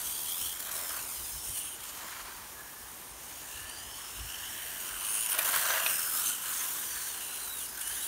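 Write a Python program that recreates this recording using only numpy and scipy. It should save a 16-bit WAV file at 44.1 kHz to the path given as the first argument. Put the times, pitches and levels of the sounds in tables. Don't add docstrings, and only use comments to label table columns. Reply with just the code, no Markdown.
import sys
import numpy as np
from scipy import signal
from scipy.fft import rfft, irfft, next_fast_len
from scipy.io import wavfile
from scipy.ndimage import uniform_filter1d, map_coordinates

SR = 44100
rng = np.random.default_rng(int(sys.argv[2]) if len(sys.argv) > 2 else 0)


def volts_from_db(level):
    exponent = np.asarray(level, float) / 20
    return 10 ** exponent


def output_pcm(signal):
    pcm = np.clip(np.atleast_2d(signal).T, -1, 1) * 32767
    wavfile.write(sys.argv[1], SR, np.round(pcm).astype(np.int16))


N = 355887


def unit(x):
    return x / np.sqrt(np.mean(x ** 2) + 1e-20)


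def curves(rows):
    times, *columns = np.transpose(rows)
    return [np.interp(np.arange(N) / SR, times, column) for column in columns]


def wobble(rate):
    knots = rng.standard_normal(int(N * rate / SR) + 4)
    return map_coordinates(knots, [np.arange(N) * rate / SR])


def swells(rows):
    centre, width = np.transpose(rows)[:2, :, None]
    t = np.arange(0, N, 16) / SR
    bells = np.exp(-0.5 * ((t - centre) / width) ** 2)
    return np.repeat(bells, 16, axis=1)[:, :N]


def swelling(rows, column):
    return np.transpose(rows)[column] @ swells(rows)


def filtered(x, response):
    size = next_fast_len(N + 8192)
    spectrum = rfft(x, size) * response(np.fft.rfftfreq(size, 1 / SR))
    return unit(irfft(spectrum, size)[:N])


def colour(points):
    f, db = np.transpose(points)
    return lambda hz: volts_from_db(np.interp(np.log(hz + 1), np.log(f), db))


def ringing(modes, order=1):
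    def response(f):
        total = 0
        for k, (centre, width, db) in enumerate(modes):
            damping = 1j * f * width
            sign = (-1) ** k
            total = total + sign * volts_from_db(db) * damping / (centre ** 2 - f ** 2 + damping + 1)
        return total ** order
    return response


def rush(patchy_db):
    z = signal.stft(rng.standard_normal(N), nperseg=512)[2]
    field = uniform_filter1d(rng.standard_normal(z.shape), size=6, axis=0)
    field = uniform_filter1d(field, size=12, axis=1)
    return signal.istft(z * volts_from_db(patchy_db * unit(field)), nperseg=512)[1][:N]


def slide(x, shift_hz):
    turning = np.exp(2j * np.pi * np.cumsum(shift_hz) / SR)
    return np.real(signal.hilbert(x, next_fast_len(N))[:N] * turning)


# (f/Hz, level/dB)
BUFFET_COLOUR = [(12, -45), (20, -34), (39, 2.5), (59, 8.5), (151, -7), (176, -43), (200, -30), (260, -39),
                 (440, -120)]
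# (f/Hz, level/dB)
YARD_COLOUR = [(60, -28), (100, -7), (350, -2), (550, -5.5), (950, 1), (1700, -6), (2400, -7),
               (4500, -11.5), (6400, -5.5), (7900, -10.5), (9200, -4), (10400, -10), (13000, -10)]
# (t/s, half width/s, level/dB)
GUSTS = [(0.04, 0.022, -57), (0.5, 0.029, -56), (0.76, 0.04, -60), (1.02, 0.042, -54), (1.22, 0.048, -56),
         (1.37, 0.025, -44), (1.51, 0.022, -44), (3.299, .2, -71.5), (3.6, 0.03, -49), (3.84, .06, -57),
         (4.22, 0.04, -43), (4.379, .03, -60), (4.92, 0.084, -67), (6.94, 0.057, -55), (7.91, 0.051, -61)]
# (t/s, level/dB)
BREEZE = [(0, -61.5), (5.0, -58.5), (5.5, -68), (6.8, -68), (7.1, -61.5)]


def air():
    buffet = filtered(rng.standard_normal(N) * volts_from_db(1.4 * wobble(18)), colour(BUFFET_COLOUR))
    wind = volts_from_db(np.transpose(GUSTS)[2]) @ swells(GUSTS) + volts_from_db(curves(BREEZE)[0])
    hum = filtered(rush(1.0), colour(YARD_COLOUR))
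    return volts_from_db(-4) * wind * buffet + volts_from_db(-48) * hum


# (t/s, lag/ms, level/dB)
WALL_ECHO = [(0.0, 1.46, -22), (0.38, 0.787, -11), (0.62, 0.505, -14), (0.8, 0.5, -14), (1.06, 0.76, -11),
             (1.75, 2.0, -14), (2.0, 2.28, -22), (2.4, 2.05, -20), (3.4, 1.25, -21), (4.4, 0.644, -13),
             (4.6, 0.452, -22), (5.0, 0.452, -30), (5.4, 0.3, -22), (5.65, 0.24, -20), (5.9, 0.35, -16),
             (6.25, 0.27, -12), (6.6, 0.3, -30)]
# (t/s, lag/ms, level/dB)
GARAGE_ECHO = [(2.3, 1.22, -30), (2.6, 1.23, -20), (2.98, 1.14, -22), (3.25, 0.945, -22), (3.4, 0.86, -15),
               (3.85, 0.614, -15), (4.1, 0.614, -30)]


def walls(x):
    dulled = signal.filtfilt([0.8, 0.2], 1, x)
    out, power = x.copy(), 1
    for rows in (WALL_ECHO, GARAGE_ECHO):
        lag_ms, echo_db = curves(rows)
        gain = np.minimum(volts_from_db(echo_db + 3), 0.8)
        out += gain * map_coordinates(dulled, [np.arange(N) - lag_ms * SR / 1000], order=3)
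        power = power + gain ** 2
    return out / np.sqrt(power)


# (t/s, half width/s, f/Hz, level/dB)
HUMS = [(0.08, 0.088, 6250, -50), (0.67, .05, 3150, -54), (1.15, 0.2, 6540, -53), (2.63, 0.065, 1687, -55),
        (2.8, .08, 1750, -60), (3.35, .12, 6660, -55), (3.66, 0.2, 1740, -53), (3.78, 0.033, 4700, -53),
        (5.13, .08, 9500, -41), (5.48, .02, 7300, -43), (5.54, .03, 11900, -40), (5.69, .045, 5950, -42),
        (6.28, 0.049, 3033, -44), (6.3, .025, 9100, -39), (6.585, .04, 6400, -40), (6.7, 0.04, 6850, -47),
        (6.9, 0.085, 5950, -48), (7.1, 0.06, 6140, -52), (7.64, .03, 6300, -53), (7.7, 0.061, 5170, -53),
        (7.92, 0.055, 6280, -50)]


def hums():
    _, _, hz, db = np.transpose(HUMS)[:, :, None]
    blur = 0.04
    drift = 2 * np.pi * np.cumsum(1 + blur * unit(wobble(700))) / SR
    return np.sum(volts_from_db(db + 4.2 * wobble(90)) * swells(HUMS) * np.sin(hz * drift), axis=0)


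# (t/s, peak level/dB, ring f/Hz, crack level/dB)
KNOCKS = [(0.4067, -32, 3150, 0), (0.599, -33, 3400, -12), (0.7137, -38, 1800, -14), (0.99, -23, 2600, -4),
          (1.8004, -38, 2980, -6), (2.64, -40, 1600, -12), (3.5698, -27, 1600, -12),
          (5.1203, -45, 3020, -1), (5.2619, -22, 2980, -9), (5.2912, -25, 2900, -4),
          (5.325, -17, 3120, -11), (5.3878, -6.5, 2400, -11), (5.451, -17, 1140, -14),
          (5.525, -21, 1320, -14), (5.5386, -15, 1050, -13), (5.5586, -17, 1150, -11),
          (5.665, -15, 1510, -12), (5.7035, -5.5, 1600, -15), (5.735, -10, 1500, -15),
          (5.8606, -4, 2520, -12), (7.7752, -25, 1500, -2), (7.91, -18.5, 1720, -19)]


def knocks():
    out, t = np.zeros(N + SR), np.arange(2000) / SR
    rise = 1 - np.exp(-t / 0.0016)
    shape = rise * volts_from_db(-60 * t / 0.035)
    for s, db, hz, crack_db in KNOCKS:
        thud_noise, crack_noise = rng.standard_normal((2, len(t)))
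        dull = uniform_filter1d(thud_noise, size=6) - uniform_filter1d(thud_noise, size=40)
        ring = 0.51 * np.sin(2 * np.pi * hz * t) + 1.13 * dull
        crack = 0.21 * np.diff(crack_noise, prepend=0)
        start = round(s * SR)
        out[start:start + len(t)] += volts_from_db(db - 9.0) * shape * (ring + volts_from_db(crack_db) * crack)
    return out[:N]


# (t/s, level/dB)
SKIPS = [(.395, -2), (.586, -4), (.603, 7), (.681, -6), (.705, -11), (.732, -1), (.758, 4), (.894, 1.5),
         (1.839, 7), (1.896, 3), (3.127, -7), (3.7, 4), (4.809, 4.5), (5.053, 4), (5.083, -2), (5.119, 2),
         (5.208, 3), (5.263, 3.5), (5.279, -5), (5.296, 5), (5.318, 6.5), (5.329, 4), (5.349, 4),
         (5.375, -5), (5.429, 1), (5.441, -6), (5.47, -1), (5.49, 4), (5.504, -4), (5.539, 0), (5.562, 5.5),
         (5.605, -3), (5.665, 1), (5.706, 2), (5.817, -3), (5.941, -1), (5.976, -6), (6.297, 4),
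         (6.423, 3.5), (6.637, 2.5), (7.466, 0), (7.538, 2), (7.675, -8), (7.757, 1), (7.769, -7),
         (7.778, 5), (7.788, -3), (7.813, 5), (7.877, 4), (7.895, 1), (7.938, 0)]


def skips():
    times, db = np.transpose(SKIPS)
    half_width_s = 0.003
    bell = np.exp(-0.5 * (np.arange(-800, 801) / SR / half_width_s) ** 2)
    hits = np.bincount(np.round(times * SR).astype(int), db, N)
    return signal.fftconvolve(hits, bell, "same")


# (f/Hz, width/Hz, level/dB)
TREAD = [(1600, 560, 0)]
# (f/Hz, width/Hz, level/dB)
SIDEWALL = [(640, 230, 0)]
# (f/Hz, level/dB)
SCRUB_COLOUR = [(350, -61), (700, -18), (1000, 3), (1300, 1), (1800, -3.5), (2300, -5.5), (4500, -11.5),
                (8000, -30)]
# (t/s, half width/s, tread level/dB, scrub level/dB, sidewall level/dB)
TYRE_SPELLS = [(0.0, 0.078, -56, -51.5, -54), (0.5, 0.18, -67, -57, -65), (0.78, 0.12, -67, -46.5, -48.5),
               (0.95, 0.12, -69, -47.5, -49.5), (2.13, .2, -55, -46, -54), (2.62, 0.087, -62, -84, -79),
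               (3.62, 0.28, -56, -77, -55), (4.05, 0.082, -76, -58, -67), (4.55, 0.26, -45, -62, -57),
               (5.121, 0.23, -46.5, -49, -57), (5.4, 0.028, -39, -52, -43), (5.53, 0.11, -32, -35, -40.5),
               (5.73, 0.056, -29, -36.5, -38), (5.859, 0.051, -34, -41, -43), (6.0, 0.083, -35.5, -57, -57),
               (6.2, 0.1, -36, -53, -74), (6.48, 0.068, -43, -55, -69), (6.62, 0.12, -47, -43.5, -58),
               (6.97, 0.12, -42.5, -53, -67), (7.37, 0.15, -47, -58, -71), (7.95, 0.23, -44.5, -72, -76)]
# (tread level/dB, scrub level/dB, sidewall level/dB)
TYRE_REST = (-57, -72, -99)
# (t/s, chassis f/Hz, tread f/Hz, motor can f/Hz)
TURNING = [(0.0, 3244, 1567, 8900), (0.3, 3260, 1585, 9250), (1.0, 3140, 1507, 9120),
           (1.5, 3030, 1540, 9300), (2.7, 3010, 1713, 9340), (3.5, 2933, 1691, 9250),
           (3.93, 3023, 1767, 9370), (4.14, 2900, 1517, 9380), (4.65, 2983, 1790, 9130),
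           (5.06, 2904, 1335, 9340), (5.24, 2820, 1600, 9470), (5.62, 3020, 1541, 9200),
           (5.84, 2746, 1529, 8920), (6.2, 2800, 1400, 8930), (6.61, 3088, 1479, 9320),
           (6.9, 2980, 1662, 9060), (7.33, 2833, 1470, 9520), (7.9, 2998, 1624, 9650)]


def tyres():
    spells = volts_from_db(np.transpose(TYRE_SPELLS)[2:]) @ swells(TYRE_SPELLS)
    tread_gain, scrub_gain, side_gain = spells + volts_from_db(np.c_[TYRE_REST,])
    chatter_db = 1.35 * wobble(90) + 0.35 * wobble(20) + 0.29 * skips()
    roll, slip = rush(1.1), rush(1.1)
    tread = filtered(roll * volts_from_db(chatter_db), ringing(TREAD, order=2))
    tread = slide(tread, curves(TURNING)[1] - TREAD[0][0])
    scrub = filtered(slip * volts_from_db(1.76 * chatter_db), colour(SCRUB_COLOUR))
    side = filtered(slip * volts_from_db(0.5 * chatter_db), ringing(SIDEWALL, order=2))
    return volts_from_db(-7.5) * (tread_gain * tread + side_gain * side) + volts_from_db(-1.07) * scrub_gain * scrub


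# (t/s, tooth mesh f/Hz, tone level/dB)
PULLS = [
    [(0.0, 4500, -55), (0.2, 4650, -56), (0.3, 4900, -60), (0.43, 5500, -54), (0.55, 5750, -63)],
    [(0.76, 5250, -57), (0.87, 5300, -49), (0.97, 5100, -58)],
    [(1.09, 5050, -60), (1.19, 5000, -55), (1.27, 5000, -57), (1.45, 5500, -55), (1.59, 5890, -54),
     (1.64, 6350, -57), (1.7, 6700, -52), (1.8, 7010, -64)],
    [(2.1, 4650, -64), (2.25, 4600, -61), (2.45, 4550, -66)],
    [(3.5, 4250, -66), (3.75, 4750, -57), (3.8, 4750, -55), (3.84, 5000, -65), (3.9, 5250, -58),
     (4.07, 5340, -57), (4.3, 5450, -57), (4.72, 5700, -58), (4.93, 5760, -59)],
    [(4.99, 6000, -54), (5.12, 6490, -47), (5.22, 6830, -47), (5.27, 6700, -48), (5.3, 6500, -58)],
    [(5.63, 5800, -52), (5.72, 5950, -47), (5.78, 5750, -56)],
    [(5.87, 5950, -46), (5.95, 5000, -46), (5.99, 5320, -49), (6.13, 5130, -49), (6.2, 5290, -47),
     (6.236, 6000, -50), (6.272, 6275, -42.5), (6.31, 6050, -54)],
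    [(6.87, 4650, -57), (6.97, 4474, -54), (7.1, 4380, -56), (7.25, 4000, -58), (7.43, 4106, -54),
     (7.586, 3754, -48), (7.612, 3376, -49), (7.63, 2940, -50), (7.65, 2880, -58)],
    [(7.835, 2930, -50), (7.926, 3120, -55), (7.958, 3440, -53), (8.0, 3750, -55), (8.07, 3990, -52)],
]


def mesh():
    mesh_hz, tone_db = curves(np.vstack(PULLS))
    loaded = 0
    for pull in PULLS:
        start, end = pull[0][0], pull[-1][0]
        loaded = loaded + curves([(start - 0.03, 0), (start, 1), (end, 1), (end + 0.03, 0)])[0]
    return mesh_hz, loaded * volts_from_db(tone_db)


# (t/s, level/dB)
NEAR = [(0.0, -36.5), (0.45, -35), (1.0, -39.5), (1.5, -41), (1.7, -46.5), (1.95, -46), (2.63, -51),
        (3.05, -49.5), (3.35, -43), (3.75, -50), (4.3, -45), (4.65, -40.5), (5.0, -41.5), (5.45, -29),
        (6.2, -34), (6.6, -36), (7.3, -41.5), (8.07, -38.5)]
# (t/s, load level/dB, can turned to us level/dB, shell turned to us level/dB)
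POSE = [(0.0, -3, 1, -2), (0.33, 2, -3, -5), (0.5, 6, -3, -4.5), (0.7, -1, -0.5, -0.5), (0.85, -11, 2.5, 1),
        (1.33, -10, 3, 3.5), (1.66, 13, 3, -1.5), (1.95, 4.5, -6.5, 2.5), (2.63, -3, -4, -1),
        (3.03, -0.5, 0, -3), (3.75, 12.5, -2.5, 0), (4.45, 11.5, -6.5, -2.5), (4.75, 5.5, -5, -5),
        (5.15, 6, 2.5, 0), (5.35, 1.5, -2.5, -4), (5.5, -7, 1.5, 0), (5.7, -4, -6.5, -1),
        (5.85, 6, -2, -5.5), (6.15, -12.5, 1.5, 0.5), (6.35, -3.5, -5, -3), (6.55, -7, 3, 1.5),
        (6.85, -6, 1, 1.5), (7.3, 7, -1.5, -2), (7.55, 1, 5, 1), (7.75, -8, 4.5, 2.5), (8.07, 4.5, 1.5, -3)]
# (t/s, half width/s, level/dB, extra hiss of loose teeth level/dB)
THROTTLE = [(0.13, 0.054, 0, -3), (0.575, 0.041, -7, 0), (0.679, 0.027, -4.5, 1), (1.41, 0.02, -1.5, -2),
            (1.58, 0.02, 2, 4), (1.78, 0.013, -7.5, 2), (3.16, 0.032, -5, -4), (3.35, 0.088, -5.5, 0.5),
            (5.13, .08, 2, -1.5), (5.27, 0.055, -0.5, -3), (5.309, 0.0077, -2, 10), (5.366, 0.022, -3, -3),
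            (5.391, 0.0046, 6, 4.5), (5.419, 0.02, -4.5, 2), (5.49, 0.036, -1.5, 1), (5.65, 0.032, 2.5, -3),
            (5.82, 0.041, -4, 1), (5.9, .03, 0, 3.5), (6.18, 0.044, 3, 0.5), (6.291, 0.05, 6.5, -4.5),
            (6.36, .02, 1, -1), (6.395, 0.049, -3, -3.5), (7.52, 0.043, -4.5, 4), (7.62, 0.02, 1, 0),
            (7.73, 0.049, -5.5, -1), (7.861, 0.045, 1, -3)]
# (t/s, half width/s, level/dB)
SHELL_HIDES = [(1.72, 0.049, -7), (5.15, 0.11, -4), (5.36, .03, -1.5), (5.8, 0.046, 2), (6.3, .04, 1.5),
               (7.52, 0.041, -6), (7.76, .04, -2)]
# (chassis, shell, motor can, tooth hiss); first the level/dB over the gear noise
PART_LEVELS = (-13.5, -6.5, -4, -1)
LOAD_SHARE = (0.78, 0.37, 0.36, -0.019)
STAB_SHARE = (0.98, 0.59, 1.45, 0.79)
SKIP_SHARE = (0.42, 0.83, 1.34, 0.88)


def parts():
    load_db, can_turn_db, shell_turn_db = curves(POSE)
    stab_db, slack_db = swelling(THROTTLE, 2), swelling(THROTTLE, 3)
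    level = curves(NEAR)[0] + np.c_[PART_LEVELS,]
    level = level + np.outer(LOAD_SHARE, load_db)
    level += np.outer(STAB_SHARE, stab_db)
    level += np.outer(SKIP_SHARE, skips())
    level[1] += shell_turn_db + swelling(SHELL_HIDES, 2) + 0.16 * slack_db
    level[2] += can_turn_db
    level[3] += slack_db
    return level


# (f/Hz, width/Hz, level/dB)
CHASSIS = [(3000, 580, 0)]
# (f/Hz, width/Hz, level/dB)
SHELL = [(4180, 8600, 8), (4910, 260, -2), (6760, 2300, 4)]
# (f/Hz, width/Hz, level/dB)
CAN = [(9250, 1770, 0)]
# (f/Hz, level/dB)
HISS_COLOUR = [(7000, -7), (9000, 3), (10300, 7), (11900, 11), (13200, 10), (14600, 11.5), (17000, 2.5)]
# (t/s, level/dB)
BEAT = [(0, 6), (.8, 13.5), (1.3, 3.5), (3.7, 7.5), (4.4, -7), (4.7, 12), (5.3, 12.5), (7.2, 2.5), (7.6, 7),
        (8.07, 1)]


def gearbox():
    chassis_gain, shell_gain, can_gain, hiss_gain = volts_from_db(parts())
    chassis_hz, _, can_hz = curves(TURNING)
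    mesh_hz, tone = mesh()
    teeth = 62
    turn = 2 * np.pi * np.cumsum(mesh_hz / teeth) / SR + 0.8 * wobble(15)
    beat_db = curves(BEAT)[0] * np.sin(turn)
    jolts_db = wobble(150) + 0.67 * wobble(30)
    narrow, broad = rush(1.2), rush(1.8)

    def rattle(noise, beat_share, jolt_share):
        return noise * volts_from_db(beat_share * beat_db + jolt_share * jolts_db)

    chassis = filtered(rattle(narrow, 0.36, 1.4), ringing(CHASSIS, order=2))
    chassis = slide(chassis, chassis_hz - CHASSIS[0][0])
    shell = filtered(rattle(broad, 0.14, 1.1), ringing(SHELL, order=2))
    can = filtered(rattle(narrow, 0.2, 0.65), ringing(CAN, order=2))
    can = slide(can, can_hz - CAN[0][0])
    hiss = filtered(rattle(broad, 0.15, 0.74), colour(HISS_COLOUR))
    body = chassis_gain * chassis + shell_gain * shell + can_gain * can + hiss_gain * hiss

    flutter = 1 + 0.016 * wobble(350) + 0.007 * wobble(30) + 0.01 * np.sin(turn)
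    cycles = 2 * np.pi * np.cumsum(mesh_hz * flutter) / SR
    waver = volts_from_db(2.8 * wobble(60) + 0.6 * wobble(13) + 0.35 * beat_db)
    faster = np.sin(1.45 * cycles) + 0.93 * np.sin(2 * cycles)
    upper = filtered(waver * faster, ringing(CAN))
    whine = tone * np.sqrt(2) * waver * (np.sin(cycles) + volts_from_db(-10) * np.sin(2 * cycles))
    return body + volts_from_db(-9) * can_gain * upper, whine


def scene():
    rattle, whine = gearbox()
    echoing = walls(rattle + hums() + tyres() + knocks())
    return np.tile(echoing + whine + air(), (2, 1))


def band_limit(x):
    return signal.sosfilt(signal.butter(12, 16490, fs=SR, output="sos"), x)


def record(dry):
    hz = np.fft.rfftfreq(N, 1 / SR)
    dip_db = -2.5 * np.exp(-((hz - 10400) / 280) ** 2)
    port = volts_from_db(dip_db) * (hz < 15740)
    return band_limit(irfft(rfft(dry) * port, N))


dry = scene()
out = record(dry)
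output_pcm(out)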